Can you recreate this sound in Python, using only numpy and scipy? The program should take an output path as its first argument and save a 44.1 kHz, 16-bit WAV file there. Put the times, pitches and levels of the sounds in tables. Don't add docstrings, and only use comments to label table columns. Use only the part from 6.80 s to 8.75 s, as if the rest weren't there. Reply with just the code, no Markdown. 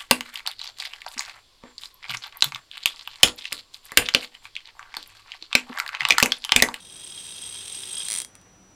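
import sys
import numpy as np
from scipy import signal
from scipy.fft import rfft, irfft
from scipy.io import wavfile

SR = 44100
rng = np.random.default_rng(int(sys.argv[2]) if len(sys.argv) > 2 else 0)


def unload_audio(sound):
    columns = np.transpose(np.atleast_2d(sound))
    steps = np.round(np.clip(columns, -1, 1) * 32767)
    wavfile.write(sys.argv[1], SR, steps.astype(np.int16))


def volts(x):
    e = np.asarray(x, float) / 20
    return 10 ** e


N = 85995


def rms_one(x):
    return x / np.sqrt(np.mean(x ** 2) + 1e-20)


def drift(rate_hz):
    r = np.exp(-2 * np.pi * rate_hz / SR)
    wander = signal.lfilter([1], [1, -2 * r, r * r], rng.standard_normal(N + SR))
    return rms_one(wander[SR:])


def ring(clicks, hz, t60_s):
    r = volts(-60 / (t60_s * SR))
    w = 2 * np.pi * hz / SR
    return signal.lfilter([0, np.sin(w)], [1, -2 * r * np.cos(w), r * r], clicks + 1e-18)


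def ring_body(modes, push):
    return sum(volts(db) * (-1) ** k * ring(push, hz, t60_s) for k, (hz, db, t60_s) in enumerate(modes))


def colour(x, spectrum):
    hz, db = np.transpose(spectrum)
    f = np.maximum(np.fft.rfftfreq(N, 1 / SR), 1)
    gain = volts(np.interp(np.log(f), np.log(hz), db))
    return rms_one(irfft(rfft(x) * gain, N))


def strike(modes, s, db, varies_db):
    out = np.zeros(N)
    own = rng.uniform(-1, 1, (len(s), len(modes))) * np.sqrt(3)
    for k, (hz, level_db, t60_s) in enumerate(modes):
        clicks = np.zeros(N)
        np.add.at(clicks, (s * SR).astype(int), volts(db + level_db + varies_db * own[:, k]))
        out += (-1) ** k * ring(clicks, hz, t60_s)
    return out


def teeth():
    teeth_per_s, spread_db = 700, 2.5
    fly_turns_per_s, fly_swing_db, uneven_db = 57, 4.0, 2.0
    turn = np.cumsum(fly_turns_per_s * (1 + 0.1529 * drift(7.85))) / SR
    sizes = volts(spread_db * np.minimum(rng.exponential(1, N), 2.5))
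    sizes = sizes * rng.choice([-1, 1], N)
    swing_db = fly_swing_db * np.sin(2 * np.pi * turn)
    load = volts(swing_db + uneven_db * np.clip(drift(21), -2, 1))
    contacts = rng.random(N) < teeth_per_s / SR
    return rms_one(sizes * load * contacts)


# t/s, level/dB
TRAIN_DRIVE = [
    (0.0, -47.5),
    (0.158, -41.5),
    (0.284, -39.5),
    (0.442, -38),
    (1.27, -33),
    (1.31, -34.5),
    (1.424, -35),
    (1.5, -51),
]
# f/Hz, level/dB, T60/s
PLATE_MODES = [(1700, -22, .01), (2500, -17, .012), (2900, -15, .012), (3190, -7, .025), (3280, -4, .028),
               (3650, -14, .012), (3850, -13, .014), (4100, -14, .01), (5020, -11, .02), (5250, -14, .012),
               (5900, -15, .012), (6300, -18, .01)]
# f/Hz, level/dB, T60/s
ARBOR_MODES = [(7300, -17, .012), (7800, -15, .01), (8340, -2, .025), (8430, -3, .03), (8530, -5, .02),
               (8850, -12, .015), (9150, -14, .015), (9600, -14, .01), (9940, -14, .022), (10300, -14, .01),
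               (10700, -15, .01), (12900, -22, .015)]
# f/Hz, level/dB, T60/s
BENCH_MODES = [(254, -33.5, 0.11), (374.8, -31.5, 0.23), (418.3, -34.5, 0.21), (491, -33.5, 0.14)]
# f/Hz, density/dB per Hz
RUB_SPECTRUM = [(500, -52), (800, -13), (2200, -10), (3800, -2), (4600, -16.5), (8400, -6), (10800, -8.5),
                (15500, -15)]


def train():
    stop_s, stop_db_per_s = 1.421, 700
    tooth_db, rub_db, rub_grain = 2.5 - 26.5, -5, 1.5
    t = np.arange(N) / SR
    drive_db = np.interp(t, *np.transpose(TRAIN_DRIVE))
    drive = volts(drive_db - stop_db_per_s * np.maximum(t - stop_s, 0))
    low, high = teeth(), teeth()
    rings = ring_body(PLATE_MODES, drive * (low + 0.1 * high))
    rings += ring_body(ARBOR_MODES, drive * (high + 0.66 * low))
    for hz, db, t60_s in BENCH_MODES:
        rings += volts(db) * ring(drive * rng.standard_normal(N), hz, t60_s)
    scrape = rng.standard_normal(40) * np.exp(-np.arange(40) / 12) / 2.5
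    grit = signal.lfilter(scrape, [1], low + high)
    rough = rng.standard_normal(N) * volts(1.7 * drift(67))
    rub = colour(rub_grain * grit + rough, RUB_SPECTRUM)
    return volts(tooth_db) * rings + volts(rub_db) * drive * rub


# t/s, peak/dB
VANE_SLAPS = [(1.2854, -8), (1.3022, -9), (1.3116, -10), (1.3201, -8), (1.3303, -11), (1.3397, -8),
              (1.3511, -11), (1.3616, -10), (1.3744, -12), (1.3866, -11), (1.4022, -11), (1.4187, -13),
              (1.4482, -17), (1.5535, -28), (1.6146, -40)]
# f/Hz, level/dB, T60/s
VANE_MODES = [(540, -26, 0.013), (1000, -19.5, 0.0047), (1690, -16, 0.0066), (2080, -12, 0.0074),
              (3240, -10.5, 0.0034), (4170, -9, 0.0058), (5960, -8.5, 0.0062), (7230, -8.5, 0.006),
              (8850, -0.5, 0.0041), (10500, -2.5, 0.0032), (14600, -5, 0.0016)]
# f/Hz, level/dB, T60/s
FRAME_MODES = [(3278, -29, .15), (3340, -33, .08), (5000, -28, .05), (8382, -33, .08), (9141, -27, .07),
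               (9750, -33, .06)]
# f/Hz, density/dB per Hz
TAIL_SPECTRUM = [(400, -44), (1000, -12), (3500, -10.5), (6500, -8), (9000, 1), (11000, -4), (15500, -18)]


def slaps():
    lag_s, slap_db, varies_db, frame_varies_db = -.0004, -5.5, 1.5, 3.0
    rebound_s, rebound_db = .0009, -10
    tail_db, tail_t60_s = -25, 0.17
    s, db = np.transpose(VANE_SLAPS)
    s, db = s + lag_s, db + slap_db
    crack = strike(VANE_MODES, s, db, varies_db)
    back_s = s + rebound_s * rng.uniform(0.8, 0.97, len(s))
    crack += strike(VANE_MODES, back_s, db + rebound_db, varies_db)
    frame = strike(FRAME_MODES, s, db, frame_varies_db)
    energy = np.zeros(N)
    energy[(s * SR).astype(int)] = volts(2 * db)
    envelope = np.sqrt(signal.lfilter([1], [1, -volts(-120 / tail_t60_s / SR)], energy + 1e-18))
    tail = envelope * colour(rng.standard_normal(N), TAIL_SPECTRUM)
    return crack + frame + volts(tail_db) * tail


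# t/s, level/dB
PLATE_KNOCKS = [(0.0338, -47), (0.0957, -36), (0.2374, -32.5), (0.2633, -30.5), (0.2927, -35),
                (0.2983, -30), (0.3204, -26.5), (0.375, -27.5), (0.4054, -32), (0.4844, -35), (0.5127, -49),
                (0.5329, -47), (0.581, -56), (0.627, -29), (0.6507, -31), (0.7365, -33), (0.7504, -25.5),
                (0.8066, -28.5), (0.9188, -29.5), (1.0331, -24), (1.061, -34), (1.071, -29), (1.0874, -30),
                (1.1034, -36), (1.1423, -24), (1.1677, -19), (1.2012, -22.5), (1.2192, -20.5),
                (1.3496, -35), (1.4092, -27)]
# t/s, peak/dB
ARBOR_KNOCKS = [(0.144, -38), (0.164, -31), (0.2418, -28.5), (0.3036, -31.5), (0.3576, -30), (0.4193, -48),
                (0.4325, -34), (0.4645, -29), (0.5124, -29.5), (0.5611, -31.5), (0.6169, -25.5),
                (0.661, -26), (0.6973, -25), (0.7193, -46), (0.7817, -29), (0.8018, -34), (0.9227, -24),
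                (0.9517, -26), (0.99, -27.5), (1.019, -28), (1.054, -28), (1.0911, -29), (1.1248, -23),
                (1.1515, -23.5), (1.1778, -21.5), (1.1921, -21.5), (1.2074, -24.5), (1.2488, -22),
                (1.2645, -35), (1.3794, -19.5)]


def knocks():
    lag_s, grind_s = .001, .0015
    crack_db, varies_db, touch_loss_db = -6, 3.0, 3.5
    out = np.zeros(N)
    for table, modes, gain_db in ((PLATE_KNOCKS, PLATE_MODES, -3.5), (ARBOR_KNOCKS, ARBOR_MODES, -4)):
        s, db = np.transpose(table)
        s, db = s + lag_s, db + gain_db
        late_s = np.cumsum(rng.uniform(.5, 1.5, (len(s), 3)), axis=1) * grind_s
        for k in range(3):
            touch_s = s + late_s[:, k] - late_s[:, 0]
            out += strike(modes, touch_s, db - touch_loss_db * k, varies_db)
        out += strike(VANE_MODES[3:-1], s, db + crack_db, varies_db)
    return out


# start/s, end/s, level/dB, low f/Hz, high f/Hz
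SLEEVE = (0, 1.93, -65, 600, 2600)


def rustle():
    start_s, end_s, db, low_hz, high_hz = SLEEVE
    progress = np.clip((np.arange(N) / SR - start_s) / (end_s - start_s), 0, 1)
    swell = np.sin(np.pi * progress)
    band = signal.butter(2, [low_hz, high_hz], "band", fs=SR, output="sos")
    cloth = signal.sosfilt(band, rng.standard_normal(N))
    return volts(db + 3.7 * drift(15)) * swell * rms_one(cloth)


# f/Hz, density/dB per Hz
ROOM_SPECTRUM = [(15, -32), (25, -4.5), (188, -4.5), (399, -9), (871, -11.5), (5280, -24.5), (6050, -21.5),
                 (6550, -25.5), (15500, -34.5)]
# f/Hz, level/dB, T60/s
HUM_MODES = [(46.4, -72.5, 0.68), (96.6, -67.5, 0.94), (93, -77, 1.7), (183.8, -72, 0.26),
             (193, -69.5, 3.7), (303, -73, 1.7)]


def room():
    out = volts(-57) * colour(rng.standard_normal(N), ROOM_SPECTRUM)
    for hz, db, t60_s in HUM_MODES:
        line = ring(rng.standard_normal(N + SR), hz, t60_s)[SR:]
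        out += volts(db) * rms_one(line)
    return out


def scene():
    return (train() + slaps() + knocks() + rustle() + room())[None]


def top_cut(x):
    return signal.sosfilt(signal.butter(12, 16480, fs=SR, output="sos"), x)


def record(dry):
    shelf_hz, shelf_db = 10270, -8.5
    dip_hz, dip_wide_hz = 12100, 900
    notch_hz, notch_wide_hz = 11760, 450
    hiss_db, whine_hz, whine_db, cutoff_hz = -78, 5880, -61, 15800
    dull = signal.sosfilt(signal.butter(4, shelf_hz, fs=SR, output="sos"), dry)
    top = signal.sosfilt(signal.butter(4, shelf_hz, "high", fs=SR, output="sos"), dry)
    x = dull + volts(shelf_db) * top
    dipped = signal.lfilter(*signal.iirnotch(dip_hz, dip_hz / dip_wide_hz, SR), x)
    x = .75 * dipped + .25 * x
    x = x + volts(hiss_db) * rng.standard_normal(N)
    x = signal.lfilter(*signal.iirnotch(notch_hz, notch_hz / notch_wide_hz, SR), x)
    x = x + volts(whine_db) * np.sqrt(2) * np.sin(2 * np.pi * whine_hz * np.arange(N) / SR)
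    x = signal.sosfilt(signal.ellip(10, .2, 45, cutoff_hz, fs=SR, output="sos"), x)
    return top_cut(x)


dry = scene()
out = record(dry)
unload_audio(out)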